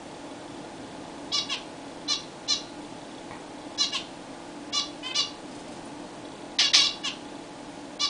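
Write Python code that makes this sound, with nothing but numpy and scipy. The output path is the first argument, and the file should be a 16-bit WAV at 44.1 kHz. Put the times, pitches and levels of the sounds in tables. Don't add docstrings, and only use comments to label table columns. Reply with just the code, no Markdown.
import sys
import numpy as np
from scipy import signal
from scipy.fft import rfft, irfft
from scipy.io import wavfile
from scipy.ndimage import uniform_filter1d, minimum_filter1d

SR = 44100
rng = np.random.default_rng(int(sys.argv[2]) if len(sys.argv) > 2 else 0)


def how_loud(loudness_db):
    steps = np.asarray(loudness_db, float) / 20
    return 10 ** steps


def materialize(psi):
    bounded = np.clip(np.atleast_2d(psi).T, -1, 1)
    quanta = np.round(bounded * 32767).astype(np.int16)
    wavfile.write(sys.argv[1], SR, quanta)


N = 356769


def at_hz(points, hz):
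    table_hz, values = np.transpose(points)
    return np.interp(np.log(hz), np.log(table_hz), values)


def rms_one(x):
    return x / np.sqrt(np.mean(x ** 2) + 1e-20)


def add(out, s, x):
    i = round(s * SR)
    out[i:i + len(x)] += x[:N - i]


def wobble(shape, rate_hz):
    smoother = signal.butter(2, rate_hz, fs=SR, output="sos")
    slow = signal.sosfilt(smoother, rng.standard_normal((shape[0], 6000)))
    return rms_one(slow[:, 1000:])[:, :shape[1]]


def resonance(x, hz, width_hz):
    r = np.exp(-np.pi * width_hz / SR)
    return signal.lfilter([(1 - r * r) / 2, 0, (r * r - 1) / 2], [1, -2 * r * np.cos(2 * np.pi * hz / SR), r * r], x)


def finches():
    # (time [s], length [s], top or settled pitch [Hz], level [dB], highs [dB])
    arches = [
        (1.316, 0.072, 584, -24.5, -2),
        (4.723, 0.074, 588, -25, -1),
        (5.142, .063, 592, -23, -1),
        (6.822, 0.047, 587, -24, -3),
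        (7.992, 0.063, 589.3, -23.5, -3),
    ]
    raised = [
        (2.074, 0.062, 595.7, -25, -2.5),
        (2.474, 0.062, 597, -25.5, -0.5),
        (3.773, .07, 584, -25.5, -2),
    ]
    falling_answers = [
        (1.487, 0.055, 574.4, -28, -9),
        (3.917, 0.05, 576.6, -28, -9),
        (7.031, .053, 584.4, -29.5, -6.5),
    ]
    low_calls = [
        (5.026, 0.0875, 520, -32, -17.5),
    ]
    swept_calls = [
        (6.585, .083, 574, -24, -5),
        (6.732, .084, 572, -21, -3.5),
    ]
    # (top at [share of length], pitch rise [share], pitch fall [share], swell [dB], full at [share of length],
    # first push [dB], highs lost at start [dB], highs lost at end [dB], beak resonance [Hz], its lift [dB])
    arch_rule = (.48, .078, .04, 5.5, .95, 5, 5, 8, 3850, 3)
    raised_rule = (.44, .075, .062, 8.5, .6, 5, -2, 5, 4080, 6)
    answer_rule = (.3, .07, .13, 2, .4, 5, 7, 3, 3020, 9)
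    low_rule = (.75, .058, .014, 6, .4, 3, -3, 5, 3080, 4)
    sweep_rule = (.45, .01, .035, -8, .5, -5, 5, 2.5, 3800, 4)
    arch_colour = (-38, -10.5, -24.5, -15.5, -6, -3, -4.5, -2, -3.5, -2.3, -14.5, -16, -22, -25)
    raised_colour = (-30, -9.5, -19.5, -13.5, -5.5, -3.5, -.5, -6.5, -4.5, -1, -14, -11.5, -24.5, -25.5)
    answer_colour = (-22, -5.5, -8, -15, -1, -5.5, -5, -4.5, -12.5, -14, -10.5, -16.5, -20, -22.5)
    low_colour = (-24, -4.5, -7, -7, 2, 2.5, -5, -12, -6, -28, -26, -33, -33, -29)
    sweep_colour = (-17, -12, -12.5, -9, -1, 0, -4.5, 1.5, -10.5, -4, -14, -23, -27, -27.5)
    head_turn_db = 1.2
    out = np.zeros(N)
    for rows, rule, colour, jitter, shimmer_db, attack_s, sag, flicker, swept in (
            (arches, arch_rule, arch_colour, .002, 2.2, .011, .07, .19, False),
            (raised, raised_rule, raised_colour, .002, 2.2, .011, .07, .19, False),
            (falling_answers, answer_rule, answer_colour, .003, 2.4, .014, .05, .19, False),
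            (low_calls, low_rule, low_colour, .0015, 1.5, .008, .035, .08, False),
            (swept_calls, sweep_rule, sweep_colour, .0015, 2, .003, .04, .07, True)):
        for row in rows:
            turned = colour + head_turn_db * rng.standard_normal(len(colour))
            shape = contour(*row, rule, swept)
            add(out, row[0], call(shape, turned, jitter, shimmer_db, rule[-1], attack_s, sag, flicker))
    return out


def contour(s, length, hz, level_db, highs_db, rule, swept):
    rise_bend, fall_bend = 1.7, 1.3
    sweep_start_hz, period_growth = 2472, .0355
    onset_s = 0.0057
    beak_opening = .07
    top, rise, fall, swell_db, full, onset_db, shut_db, close_db, beak_hz, _ = rule
    u = np.linspace(0, 1, num=40)
    before = np.clip(1 - u / top, 0, 1)
    after = np.clip((u - top) / (1 - top), 0, 1)
    pitch = hz * (1 - rise * before ** rise_bend - fall * after ** fall_bend)
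    if swept:
        pitch = np.maximum(pitch, 1 / (1 / sweep_start_hz + period_growth * u * length))
    level = level_db - swell_db * np.clip(1 - u / full, 0, 1) + onset_db * np.exp(-u * length / onset_s)
    highs = highs_db - shut_db * before ** 2 - close_db * after
    beak = beak_hz * (1 + beak_opening * (u - .5))
    return np.transpose([s + u * length, pitch, level, beak, highs])


def call(rows, colour_db, jitter, shimmer_db, beak_db, attack_s, sag, flicker):
    lows_lag = 2.1
    s, *columns = np.transpose(rows)
    t = np.arange(s[0], s[-1] + 0.0079, 1 / SR)
    pitch, level_db, beak, highs_db = [
        uniform_filter1d(np.interp(t, s, c), size=130, mode="nearest") for c in columns]
    settled = pitch[2 * len(t) // 3]
    strain = np.clip(pitch / settled - 1.1, 0, .4) / .4
    pitch = pitch * (1 - sag * np.exp((t - t[-1]) / 0.0045))
    pitch = pitch * (1 + (jitter + .014 * strain) * wobble((1, len(t)), 250)[0])

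    k = np.arange(1, 21)[:, None]
    hz = k * pitch
    colour_db = np.interp(hz / settled, [*range(1, 15), 18], [*colour_db, colour_db[-1] - 8.0])
    beak_lift_db = beak_db / (1 + ((hz - beak) / 400) ** 2)
    gain = how_loud(colour_db + beak_lift_db) * (hz < 11000)
    high = np.clip((hz - 4600) / 600, 0, 1)
    low_rms, high_rms = [
        np.sqrt(np.sum((gain * part) ** 2, axis=0) / 2 + 1e-9) for part in (1 - high, high)]
    gain = gain * ((1 - high) / low_rms + high * how_loud(highs_db) / high_rms)
    gain = gain * how_loud(shimmer_db * wobble(hz.shape, 39))
    gain = gain * (1 + (flicker + .3 * strain) * wobble(hz.shape, 500))

    phase = k * 2 * np.pi * np.cumsum(pitch) / SR + rng.normal(0, .45, (20, 1))
    opening = (t - t[0]) / (attack_s * (.5 + hz / 6000))
    closing = (t[-1] - t) / .006
    edges = np.clip(np.minimum(opening, closing), 0, 1) ** 1.2
    slow_lows = np.clip((t - t[0]) / (lows_lag * attack_s), 0, 1) ** 2
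    edges = edges * np.where(hz < 1400, slow_lows, 1)
    return how_loud(level_db) * np.sum(edges * gain * np.sin(phase), axis=0)


def far_peeps():
    # (time [s], pitch [Hz], length [s], level [dB])
    peep_events = [
        (3.454, 4300, .012, -56),
        (5.85, 9600, 0.013, -44),
        (6.05, 4320, 0.026, -52.5),
    ]
    out = np.zeros(N)
    for s, hz, length, level_db in peep_events:
        t = np.arange(0, length, 1 / SR)
        add(out, s, how_loud(level_db) * np.sin(np.pi * t / length) * np.sin(2 * np.pi * hz * t))
    return out


def perch():
    # (time [s], peak [dB])
    knock_events = [
        (3.31, -23.5),
        (3.3149, -33),
        (3.322, -30),
        (3.333, -29.5),
        (3.343, -39),
        (3.352, -31.5),
        (3.368, -37),
    ]
    # (frequency [Hz], level [dB], t60 [s])
    wood_modes = [(151, -13, 0.039), (280, -5, 0.056), (530, -10, .03), (700, -8, .02), (920, 6, 0.025),
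                  (1050, 1, 0.023), (1230, -3, .02), (1560, -6, 0.025), (1900, -2, 0.026), (2170, -3, .02),
                  (2430, -12, 0.026), (2820, -24, .02)]
    out, t = np.zeros(N), np.arange(0, .15, 1 / SR)
    for s, peak_db in knock_events:
        for hz, level_db, t60 in wood_modes:
            strength_db = peak_db + level_db - 12.5 + rng.normal(0, 2.7)
            add(out, s, how_loud(strength_db - 60 * t / t60) * np.sin(2 * np.pi * hz * t))
    return out


def wings():
    # (time [s], peak [dB])
    downstrokes = [
        (5.5114, -42),
        (5.5507, -39),
        (5.5912, -38.5),
        (5.6286, -54),
        (5.678, -41),
        (5.7194, -38),
        (5.761, -42),
        (5.8607, -44),
    ]
    out, t = np.zeros(N), np.arange(0, .05, 1 / SR)
    feathers = signal.butter(1, [1500, 9000], "band", fs=SR, output="sos")
    for s, peak_db in downstrokes:
        puff = rms_one(signal.sosfilt(feathers, rng.standard_normal(len(t))))
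        add(out, s - .005, how_loud(peak_db - 9.0) * puff * t / 0.0091 * np.exp(1 - t / 0.0081))
    return out


def room(x, early_db, near_db, late_db):
    # (frequency [Hz], t60 [s])
    decay_times = [(500, 0.58), (2000, 0.34), (4000, 0.39), (6000, 0.32), (10000, 0.19)]
    # (delay [s], level [dB])
    wall_echoes = [(0.0146, -20.5), (0.0236, -12), (.031, -15.5), (.044, -16.5), (.058, -24)]
    # (frequency [Hz], level [dB], t60 [s])
    ringing_wires = [(4230, -62, 1), (5180, -78, .3)]
    t = np.arange(0, .6, 1 / SR)
    tail, edges = np.zeros(len(t)), 400 * 2 ** np.arange(0, 5.1, .5)
    for low, high in zip(edges, edges[1:]):
        band_filter = signal.butter(2, [low, high], "band", fs=SR, output="sos")
        band = signal.sosfilt(band_filter, rng.standard_normal(len(t)))
        t60 = at_hz(decay_times, np.sqrt(low * high))
        tail += rms_one(band) * np.sqrt(high - low) * how_loud(-60 * t / t60)
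    tail *= np.clip(t / 0.022, 0, 1)
    near = rng.standard_normal(len(t)) * how_loud(-60 * t / .14) * np.clip(t / .004, 0, 1)
    reply = how_loud(late_db) * tail / np.sqrt(np.sum(tail ** 2))
    reply += how_loud(near_db) * near / np.sqrt(np.sum(near ** 2))
    lags = rng.uniform(.0006, .012, 9)
    reply[(lags * SR).astype(int)] += how_loud(early_db - 150 * lags) * rng.choice([-1, 1], 9)
    for hz, level_db, t60 in ringing_wires:
        reply += how_loud(level_db - 60 * t / t60) * np.sin(2 * np.pi * hz * t)
    for lag, level_db in wall_echoes:
        add(reply, lag, how_loud(level_db) * np.array([.5, .5]))
    return x + signal.fftconvolve(x, reply)[:N]


def camera():
    # (first [s], last [s], level [dB], beats taken [share])
    tick_spells = [
        (.07, .66, -49.5, 0.88),
        (.77, 1.29, -48.5, .55),
        (1.77, 2.06, -49.5, 0.96),
        (2.8, 3.36, -47, 0.81),
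        (3.57, 3.76, -47.5, 1),
        (6.17, 6.56, -46.5, 0.78),
        (7.24, 7.43, -45.5, 0.75),
        (7.84, 7.87, -49, .95),
    ]
    # (frequency [Hz], level [dB], t60 [s])
    housing_modes = [(2900, -17, .02), (3420, 2, 0.031), (3910, -2, 0.025), (4480, -4, .02)]
    first_beat_s, beat_s, spread_db = .078, .03337, 2.2
    out, t = np.zeros(N), np.arange(0, .04, 1 / SR)
    beats = np.arange(first_beat_s, N / SR, beat_s)
    chance = rng.random(len(beats))
    spread = rng.standard_normal((len(beats), 1 + len(housing_modes)))
    for first, last, tick_db, share in tick_spells:
        for k in np.flatnonzero((beats > first) & (beats < last) & (chance < share)):
            for (hz, level_db, t60), own in zip(housing_modes, spread[k, 1:]):
                strength_db = tick_db + level_db + spread_db * (spread[k, 0] + own)
                swing = how_loud(strength_db - 60 * t / t60) * np.clip(t / .002, 0, 1)
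                add(out, beats[k], swing * np.sin(2 * np.pi * hz * t))
    return out


def fan():
    # (frequency [Hz], density [dB per Hz])
    fan_colour = [(12, -53), (20, -14), (86, -18), (114, -10.5), (225, -7.5), (291, -1.5), (388, -11),
                  (419, -8.5),
                  (558, -9), (868, -10.5), (1350, -22.5), (1460, -20), (2160, -24.5), (3440, -26),
                   (10000, -35.5)]
    # (time [s], rumble level [dB])
    load_curve = [(0.0, -44), (1.04, -42.5), (1.4, -43), (5.4, -44.5), (5.74, -42), (6.199, -43.5),
                  (8.09, -45)]
    # (frequency [Hz], width [Hz], level [dB])
    casing_tones = [(33, 6, -81), (272.1, 25.5, -53.5), (296.5, 9.9, -50), (604, 11.6, -56.5),
                    (1195, 15, -67.5), (1427, 10, -66.5), (8900, 60, -72)]
    blade_levels = [-62, -52.5, -62, -58, -54.5]
    blade_hz, hiss_db = 169.25, -63
    hz = np.maximum(np.arange(N // 2 + 1) * SR / N, 1)
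    colour_db = at_hz(fan_colour, np.minimum(hz, 9900))
    noise = rfft(rng.standard_normal(N)) * how_loud(colour_db)
    s, rumble_db = np.transpose(load_curve)
    upper = hz ** 2 / (hz ** 2 + 1500 ** 2)
    out = np.zeros(N)
    for share, low, high, level_db in ((1 - upper, 100, 900, rumble_db - 0.5), (upper, 8000, 9800, hiss_db + 0 * s)):
        in_band = np.std(irfft(noise * (hz > low) * (hz < high), N))
        out += irfft(noise * share, N) / in_band * how_loud(np.interp(np.arange(N) / SR, s, level_db))
    for tone_hz, width_hz, level_db in casing_tones:
        tone = resonance(rng.standard_normal(N), tone_hz, width_hz)
        out += how_loud(level_db) * rms_one(resonance(tone, tone_hz, width_hz))
    wander = 1.49 * rms_one(np.cumsum(rng.standard_normal(N)))
    turn = 2 * np.pi * blade_hz * np.arange(N) / SR + wander
    for k, level_db in enumerate(blade_levels):
        out += how_loud(level_db) * np.sqrt(2) * np.sin((k + 1) * turn + k)
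    return out


def scene():
    sources = finches() + far_peeps() + perch() + wings()
    caged = room(sources, early_db=-11.6, near_db=-9.6, late_db=-10.8)
    return (how_loud(-2.0) * caged + fan() + camera())[None]


def duck_highs(dry):
    # (end [s], length [s], above [Hz])
    dropouts = [(1.322, .006, 5000), (1.568, .005, 5000), (2.08, .007, 4800), (2.478, .007, 4300),
                (3.775, .009, 2500), (3.914, .005, 5500), (4.722, .016, 3500), (5.141, .007, 3500),
                (6.585, .011, 1800), (6.732, .012, 1600), (7.03, .008, 6000), (7.991, .013, 3000)]
    x, t = dry.copy(), np.arange(N) / SR
    for end, length, hz in dropouts:
        i = slice(round((end - .06) * SR), round((end + .03) * SR))
        highs = signal.sosfiltfilt(signal.butter(4, hz, "high", fs=SR, output="sos"), dry[0, i])
        x[0, i] -= highs * np.clip(np.minimum(end - t[i], t[i] - end + length) / 0.0052 + .5, 0, 1)
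    return x


def thin_treble(x, quiet_share, busy_share):
    hz, _, spectrum = signal.stft(x, SR, nperseg=512)
    treble = np.sum(np.abs(spectrum[hz > 2000]) ** 2, axis=0)
    nearby_peak = -minimum_filter1d(-treble, size=9)
    busy = nearby_peak > 30 * np.median(treble)
    band = (hz // 700).astype(int)
    power = np.array([np.sum(np.abs(spectrum[band == b]) ** 2, axis=0) for b in range(band[-1] + 1)])
    weak = power < 25 * np.median(power, axis=1, keepdims=True)
    chance = rng.random((len(power), len(treble) // 2 + 1))
    chance = np.repeat(chance, 2, axis=1)[:, :len(treble)]
    empty = weak & (chance < np.where(busy, busy_share, quiet_share))
    removed = empty[band] & (hz[:, None] > 4900)
    return signal.istft(spectrum * ~removed, SR, nperseg=512)[1][..., :N]


def band_limit(x):
    return signal.sosfilt(signal.butter(12, 10260, fs=SR, output="sos"), x)


def record(dry):
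    x = duck_highs(dry)
    x = thin_treble(x[0], quiet_share=.02, busy_share=.13)[None]
    top_cut = signal.ellip(12, .3, 60, 10090, fs=SR, output="sos")
    x = signal.sosfilt(top_cut, x)
    return band_limit(x)


dry = scene()
out = record(dry)
materialize(out)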